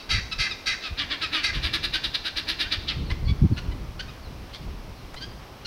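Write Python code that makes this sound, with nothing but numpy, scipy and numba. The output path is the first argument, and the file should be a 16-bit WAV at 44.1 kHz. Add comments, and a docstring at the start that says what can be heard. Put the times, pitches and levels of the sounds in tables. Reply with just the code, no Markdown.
"""Harsh squawks from a flock of guineafowl on a grassy far bank, then a fast rattle from one bird; clucks are scattered throughout.
Each voice is an uneven membrane flutter, a high reedy tone or both, ringing in throat and beak; bank and trees scatter it.
A small bird whistles far off, as slurred tones, and there is one faint tick.
Behind them the river rushes softly, as noise with flickering bands, and wind rumbles and thumps on the microphone."""
import sys
import numpy as np
from scipy import signal
from scipy.fft import rfft, irfft
from scipy.io import wavfile
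from numba import njit

SR = 44100
rng = np.random.default_rng(int(sys.argv[2]) if len(sys.argv) > 2 else 0)


def output_pcm(signal):
    """Save a mono or channel-first signal as 16-bit PCM at the path in sys.argv[1].

    Samples are clipped to [-1, 1] before scaling.
    """
    pcm = np.clip(np.atleast_2d(signal).T, -1, 1) * 32767
    wavfile.write(sys.argv[1], SR, np.round(pcm).astype(np.int16))


N = 249606
TIME = np.arange(N) / SR  # seconds


# Squawks across the water. Each row: start in seconds, length in seconds.
SQUAWKS = [(0.088, 0.12), (0.38, 0.11), (0.655, 0.1), (1.427, .088)]
# Resonances of the wide-open throat and beak. Each row: centre in Hz, width in Hz, level in dB.
GAPE = [(1304, 42, -1), (1624, 150, -4.5), (2072, 91, -1), (2640, 230, 2), (3226, 105, 0.5), (3875, 140, 4),
        (4550, 120, 3), (5420, 940, -6)]
SQUAWK_DB, SQUAWK_FLUTTER_HZ = -23.5, 413.3
SQUAWK_SAG = .1  # share of the flutter rate lost as the breath runs out, mostly at the very end
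CRY_TOP_HZ, CRY_FALL_HZ = 2150, 570  # the fall is reckoned 0.75 of a squawk's length past the top


def squawks():
    """A hard, rasping onset; as it relaxes, a sharp throat resonance slides down across the flutter's harmonics."""
    out = np.zeros(N)
    for start_s, length_s in SQUAWKS:
        u = np.linspace(0, 1, int(length_s * SR))  # progress through the squawk
        swell = np.clip(u / .22, 0, 1) * np.clip((1 - u) / .1, 0, 1)
        push = undb(-16 * np.maximum(u - .25, 0))
        flutter_hz = SQUAWK_FLUTTER_HZ * (1 - SQUAWK_SAG * u ** 3)
        pulses, opening = flutter(flutter_hz, jitter=.06, scatter_db=1.3, breath=.3)
        # turbulence rides on the pulses while the push is hard
        source = pulses + 1.5 * push * np.sqrt(opening) * hiss(len(u))
        # the membranes can only swing so far, which packs the rasp densely
        rasp = unit(np.tanh(.5 * unit(tract(source, GAPE))))
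        treble = resonate(resonate(source, 15000, 11000), 15000, 11000)
        bite = undb(-16) * unit(treble) * np.sqrt(push)
        # the throat resonance arches, then falls ever faster
        centre_hz = CRY_TOP_HZ - CRY_FALL_HZ * ((u - .3) / 0.75) ** 2
        ringing = sweep(sweep(pulses, centre_hz, 550.), centre_hz, 900.)
        cry = undb(-5.5) * unit(ringing) * (.5 + .35 * u)
        add(out, start_s, undb(SQUAWK_DB) * swell * ((rasp + bite) * push + cry))
    return out


# Rattle notes of one bird. Each row: peak in seconds, rise in seconds, fall in seconds,
# level in dB of the beak sound at the bird.
RATTLE = [(0.858, .025, 0.021, -35.5), (0.997, .011, .027, -26.5), (1.121, .012, .019, -28),
          (1.223, .0063, .024, -30), (1.338, .008, 0.039, -27.5), (1.552, 0.012, 0.02, -33.5),
          (1.648, .013, .024, -28), (1.741, 0.0058, 0.017, -24.5), (1.846, 0.0085, .012, -25.5),
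          (1.944, 0.007, 0.02, -26), (2.046, 0.0066, 0.015, -25.5), (2.152, .007, 0.0087, -24.5),
          (2.27, .014, 0.0126, -28), (2.376, 0.0074, .016, -25.5), (2.494, .009, .019, -25.5),
          (2.606, 0.0075, .024, -25), (2.727, 0.0086, .015, -24), (2.889, .007, .023, -25)]
# How the rattle heats up and dies down. Each row: time in seconds, excitement 0-1, throat relative to beak in dB,
# level of the reedy tone in dB, its starting pitch in Hz.
FERVOUR = [(0.858, 0.1, -9, -33, 1366), (1.111, 0.12, -3, -32.5, 1174), (1.23, 0.69, -2, -26, 1388),
           (1.351, 0.74, -2, -28.5, 1328), (1.56, .85, -0.5, -38.5, 1150), (1.739, 1., -4, -32, 1239),
           (2.1, .8, -7.5, -51, 1305), (2.5, 0.97, -5, -56, 1300), (2.73, .75, -5.5, -40, 1350),
           (2.89, 0, -12, -35, 1405)]
# Throat resonances below the beak's. Each row: centre in Hz, width in Hz, level in dB.
THROAT = [(280, 123, -14), (1400, 120, -5), (1680, 95, 0), (1870, 140, -0.5), (2318, 82, 3.5),
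          (2750, 240, -1)]
CALM_FLUTTER_HZ, EXCITED_FLUTTER_HZ = 293, 333.2  # before the effort scales it by 0.88 to 1.01
CALM_BEAK_HZ, EXCITED_BEAK_HZ = 3470, 3910  # at the peak of a note
CALM_BITE_DB, EXCITED_BITE_DB = -33, -6  # treble bite, relative to the beak
CALM_CLOSING_OCT_PER_S, EXCITED_CLOSING_OCT_PER_S = 10.8, 3.3  # fall of the beak resonance within a note
REED_FALL, REED_BEAK_HZ, REED_ROUGH = .14, 2740, 0.45  # the tone loses this share of its pitch within a note
# the tone starts this many rise times before the peak and lasts this many times rise plus fall
REED_LEAD, REED_STRETCH = 1.5, 1.9


def rattle():
    """Short buzzing notes over a falling reedy tone; excitement makes them faster-fluttering, higher and more biting."""
    out = np.zeros(N)
    t = np.arange(-SR // 12, SR // 10) / SR  # seconds from the peak
    times, *controls = np.transpose(FERVOUR)
    for peak_s, rise_s, fall_s, db in RATTLE:
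        excitement, throat_db, reed_db, reed_hz = (np.interp(peak_s, times, control) for control in controls)
        flutter_hz = blend(CALM_FLUTTER_HZ, EXCITED_FLUTTER_HZ, excitement)
        beak_hz = blend(CALM_BEAK_HZ, EXCITED_BEAK_HZ, excitement)
        bite_db = blend(CALM_BITE_DB, EXCITED_BITE_DB, excitement)
        closing = blend(CALM_CLOSING_OCT_PER_S, EXCITED_CLOSING_OCT_PER_S, excitement)
        # flutter rate arches with the effort, the beak closes, and the throat sounds longest
        effort = np.exp(-.5 * (t / np.where(t < 0, rise_s, fall_s)) ** 2)
        pulses, _ = flutter(flutter_hz * (.88 + .13 * effort), jitter=.05, scatter_db=1.2, breath=.6)
        centre_hz = beak_hz * 2 ** (-closing * np.clip(t, -.015, .035))
        beak = unit(sweep(sweep(pulses, centre_hz, 800.), centre_hz, 2000.))
        # a weaker resonance moves along above the main one
        upper = sweep(sweep(pulses, 1.208 * centre_hz, 470.0), 1.2 * centre_hz, 1200.0)
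        beak = unit(beak + undb(-13.0) * unit(upper))
        throat = undb(throat_db) * unit(tract(pulses, THROAT))
        bite = undb(bite_db) * unit(resonate(resonate(pulses, 12800, 6900), 12500, 6900))
        note = (beak + bite) * effort + throat * effort ** 0.45
        add(out, peak_s + t[0], undb(db) * note)
        tone_s = REED_STRETCH * (rise_s + fall_s)
        tone = cluck(tone_s, reed_hz, reed_hz * (1 - REED_FALL), REED_BEAK_HZ, REED_ROUGH)
        add(out, peak_s - REED_LEAD * rise_s, undb(reed_db) * tone)
    return out


# Clucks around the flock. Each row: start in seconds, length in seconds, level in dB before its swell,
# pitch at start in Hz, pitch at end in Hz, beak resonance in Hz, roughness 0-1.
CLUCKS = [(0.312, .035, -26.5, 1370, 1260, 3440, 0.42), (0.502, 0.035, -28.5, 1328, 1186, 3500, 0.28),
          (1.353, .075, -34, 1445, 1490, 2660, 0), (1.942, 0.038, -25.5, 1522, 1582, 2680, 0.5),
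          (2.245, 0.052, -33.5, 1374, 1660, 2070, 0.41), (2.642, .048, -38.5, 1410, 1680, 1900, 0),
          (3.096, 0.034, -31, 877, 1201, 2600, 0.67), (3.274, 0.05, -35, 1134, 1148, 2920, 0.25),
          (3.563, 0.042, -33.5, 1355, 1510, 2450, 0.84), (3.711, 0.026, -44, 977, 1027, 2900, .4),
          (3.991, 0.028, -30.5, 1422, 1596, 2830, .6), (4.078, 0.032, -42.5, 1278, 1177, 2600, 0.33),
          (4.529, .049, -39, 1014, 1205, 3950, 0.6), (5.16, 0.037, -40, 973, 1088, 4040, .3),
          (5.203, 0.059, -36.5, 1507, 1670, 3900, 0.38), (5.647, 0.045, -29.5, 1416, 1440, 3960, 0.54)]


def clucks():
    """Single clucks from the other birds, among the squawks, through the rattle and after it."""
    out = np.zeros(N)
    for start_s, length_s, db, first_hz, last_hz, beak_hz, rough in CLUCKS:
        add(out, start_s, undb(db) * cluck(length_s, first_hz, last_hz, beak_hz, rough))
    return out


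def cluck(length_s, first_hz, last_hz, beak_hz, rough):
    """One brief gliding reedy note; the rougher it is, the more the flutter chops it."""
    u = np.linspace(0, 1, int(length_s * SR))
    rough = np.clip(rough, 0, 1)
    pulses, opening = flutter(np.full(len(u), 310.), jitter=0.094, scatter_db=2.0, breath=1.0)
    tone = reed(first_hz + (last_hz - first_hz) * u, rough, tilt_db=-3.0, count=4)
    voice = tone * (1 - rough + rough * opening) + 1.14 * rough * pulses
    # beak, less a narrow throat resonance
    voice = resonate(voice, beak_hz, 2060) - 0.19 * resonate(voice, 1360, 220)
    return unit(voice) * np.abs(np.sin(np.pi * u ** 0.86))


def flutter(hz, jitter, scatter_db, breath):
    """A membrane slapping shut unevenly: returns its pulses with a puff of air after each, and its opening."""
    n = len(hz)
    cycles = np.cumsum(hz * np.exp(jitter * walk(n, 300))) / SR
    count = cycles.astype(int)
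    size = undb(scatter_db * rng.standard_normal(512))[count]  # one strength per cycle
    opening = unit(size * np.exp(-(cycles % 1) / .35))
    slaps = unit(size * np.diff(count, prepend=0))
    return slaps + breath * opening * hiss(n), opening


def reed(hz, rough, tilt_db=-3., waver=0.0534, count=7):
    """The fast membrane: a stack of harmonics whose pitch shakes with roughness."""
    shaken_hz = hz * (1 + waver * rough * walk(len(hz), 685.0))
    phase = 2 * np.pi * np.cumsum(shaken_hz) / SR
    return unit(sum(undb(tilt_db * k) * np.sin((k + 1) * phase) for k in range(count)))


def blend(calm, excited, excitement):
    """A value between its calm and its excited extreme."""
    return calm + excitement * (excited - calm)


def bank(x, near_db=-9, near_s=0.015, far_db=-12, far_t60_s=0.66):
    """Quick scatter from ground and grass, then a thin tail from the trees."""
    t = TIME[:SR]
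    near = unit(rng.standard_normal(SR) * np.exp(-t / near_s) * (t > .002))
    far = rng.standard_normal(SR) * undb(-60 * t / far_t60_s) * (1 - np.exp(-t / 0.003))
    far = unit(colour(far, [(300, -12), (1500, 0.0), (4500, -1), (7000, 5.5), (14000, -31)]))
    scatter = undb(near_db) * near + undb(far_db) * far
    return x + signal.fftconvolve(x, scatter)[:N] / np.sqrt(SR)


def lingering(db=-43, t60_s=0.5):
    """The echo of an earlier squawk, still dying away among the trees: fading noise in the squawk's resonances."""
    echo = colour(tract(rng.standard_normal(N), GAPE), CARRY)
    return undb(db - 60 * TIME / t60_s) * unit(echo)


# Chirps from far off. Each row: start in seconds, level in dB before its swell.
CHIRPS = [(3.047, -51), (3.242, -47), (3.508, -54), (4.22, -53.5), (4.95, -59)]


def chirps(first_hz=4700, last_hz=3800, length_s=0.071):
    """A small bird far off whistles short downward slurs, each a single shaky tone."""
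    out = np.zeros(N)
    u = np.linspace(0, 1, int(length_s * SR))
    for start_s, db in CHIRPS:
        whistle = reed(first_hz + (last_hz - first_hz) * u, rough=.6, count=1)
        add(out, start_s, undb(db) * np.sin(np.pi * u) * whistle)
    return out


def tick(start_s=5.142, db=-34, decay_s=0.008):
    """One faint dry tick: a burst of noise through two broad resonances, dying at once."""
    out, t = np.zeros(N), TIME[:SR // 20]
    knock = resonate(resonate(hiss(len(t)), 880, 1300), 1300, 4300)
    add(out, start_s, undb(db) * unit(knock) * np.exp(-t / decay_s))
    return out


# Spectrum of the running water. Each row: frequency in Hz, density in dB per Hz, relative.
RIVER = [(120, -18), (200, -6), (430, -7), (992, -9.5), (1070, -9), (1780, -16), (2420, -15.5), (3610, -19),
         (3960, -20), (5490, -20.5), (7090, -33), (15500, -33.5)]
RIVER_DB = -46.5


def river():
    """Running water: a soft rush whose bands flicker with the ripples."""
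    rush = colour(rng.standard_normal(N), RIVER)
    ripples = np.zeros(N)
    for hz in np.geomspace(400, 3200, 4):
        ripples += resonate(rush, hz, hz / 2) * .13 * walk(N, 30)
    return undb(RIVER_DB) * unit(rush + ripples)


# Steady wind at the microphone, the reference for rumble and small eddies. Each row: time in seconds, level in dB.
BREEZE = [(0.0, -57), (0.12, -37), (0.25, -43.5), (0.68, -50.5), (0.88, -56), (1.06, -45.5), (1.34, -47),
          (1.72, -38.5), (2.27, -49), (3.03, -37), (3.12, -32.5), (3.33, -34.5), (3.96, -40.5), (5.66, -46)]
# Spectrum of the steady wind. Each row: frequency in Hz, level in dB.
RUMBLE = [(10, -20), (28, 0), (70, -1.5), (130, -6.5), (220, -14), (400, -20), (1000, -52), (3000, -78)]
# The strongest buffets on the microphone. Each row: peak in seconds, half length in seconds, level in dB.
BUFFETS = [(0.152, 0.013, -22.5), (0.185, 0.0054, -24), (0.398, 0.012, -29), (0.918, 0.02, -30.5),
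           (1.579, 0.018, -26), (1.658, 0.0091, -26), (2.972, 0.0057, -23), (3.126, 0.021, -26.5),
           (3.262, 0.026, -21.5), (3.311, 0.016, -17.5), (3.441, 0.015, -11), (3.518, 0.0079, -14.5),
           (3.689, .01, -23.5), (4.703, 0.033, -30.5)]
# Spectrum of one eddy. Each row: multiple of its centre frequency, level in dB.
EDDY = [(.15, -21.5), (.55, 1.5), (1.1, -2), (1.6, -8.5), (2.6, -19), (4, -40.5), (12, -88)]
EDDY_TOP_HZ, EDDY_OCT_PER_DB = 178.4, 0.05  # centre of an eddy at 0 dB; weaker ones are lower
SMALL_EDDIES_PER_S, SMALL_EDDY_HALF_S = 5, 0.011
RUMBLE_DB, SMALL_EDDY_DB, SMALL_EDDY_SCATTER_DB = 1.5, 6, 1.3  # levels relative to the breeze


def wind():
    """A low rumble on the microphone; strong buffets and a scatter of small eddies thump against it."""
    breeze_db = np.interp(TIME, *np.transpose(BREEZE))
    rumble = colour(rng.standard_normal(N), RUMBLE)
    out = unit(rumble) * undb(breeze_db + RUMBLE_DB + 2.9 * walk(N, 11))
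    small = []
    for i in rng.integers(0, N, int(SMALL_EDDIES_PER_S * N / SR)):
        db = breeze_db[i] + SMALL_EDDY_DB + SMALL_EDDY_SCATTER_DB * rng.standard_normal()
        small.append((TIME[i], SMALL_EDDY_HALF_S, db))
    t = np.arange(-SR // 10, SR // 10) / SR  # seconds from the peak
    for peak_s, half_s, db in BUFFETS + small:
        swell = np.exp(-.5 * (t / half_s) ** 2)
        # stronger eddies carry the same shape of spectrum higher up
        hz = EDDY_TOP_HZ * 2 ** (EDDY_OCT_PER_DB * db)
        eddy = colour(hiss(len(t)), [(hz * ratio, gain_db) for ratio, gain_db in EDDY])
        thump = unit(eddy * swell) * np.sqrt(np.mean(swell ** 2))
        add(out, peak_s + t[0], undb(db) * thump)
    return out


def undb(db):
    """Decibels to gain."""
    return 10 ** (np.asarray(db) / 20)


def unit(x):
    """Scale to rms 1."""
    return x / np.sqrt(np.mean(x ** 2) + 1e-18)


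def add(out, start_s, x):
    """Mix a sound in at a time."""
    i = max(int(start_s * SR), 0)
    out[i:i + len(x)] += x[:max(N - i, 0)]


def resonate(x, hz, width_hz):
    """One resonance with gain 1 at its centre."""
    return signal.lfilter(*signal.iirpeak(hz, hz / width_hz, fs=SR), x)


def tract(x, modes):
    """Parallel resonances of alternating sign, as along a tube."""
    return sum((-1) ** k * undb(db) * resonate(x, hz, width) for k, (hz, width, db) in enumerate(modes))


@njit
def sweep(x, hz, width_hz):
    """State-variable band-pass whose centre moves every sample."""
    y, band, low = np.empty(len(x)), 0., 0.
    for i in range(len(x)):
        g, k = np.tan(np.pi * hz[i] / SR), width_hz / hz[i]
        v = (band + g * (x[i] - low)) / (1 + g * (g + k))
        band, low, y[i] = 2 * v - band, low + 2 * g * v, k * v
    return y


def colour(x, points):
    """Filter by a curve of (Hz, dB) points, joined along log frequency."""
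    hz, db = np.transpose(points)
    f = np.maximum(np.fft.rfftfreq(len(x), 1 / SR), 1)
    return irfft(rfft(x) * undb(np.interp(np.log(f), np.log(hz), db)), len(x))


def walk(n, rate):
    """Random wander with a spread near 1, through `rate` new values a second."""
    return np.interp(np.arange(n) * rate / SR, np.arange(4096), rng.standard_normal(4096))


def hiss(n):
    """White noise for one short sound."""
    return rng.standard_normal(SR // 2)[:n]


# How the flock's sound radiates and carries over the water. Each row: frequency in Hz, gain in dB.
CARRY = [(150, 0), (310, 7), (480, 1), (800, 3), (1250, -0.5), (3000, -2), (4700, 2.5), (5600, -3),
         (6500, -8.5), (7000, -14), (9300, -9.5), (12000, -18.5), (15500, -25)]


def scene():
    """The flock on the far bank, with the far bird, river and wind."""
    flock = colour(rattle() + squawks() + clucks(), CARRY)
    birds = bank(flock + chirps()) + lingering()
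    return (birds + tick() + river() + wind())[None]


def record(dry, top_hz=15750):
    """The recorder cuts the top with a steep low-pass."""
    return signal.sosfilt(signal.ellip(10, .2, 80, top_hz, fs=SR, output="sos"), dry)


dry = scene()
out = record(dry)
output_pcm(out)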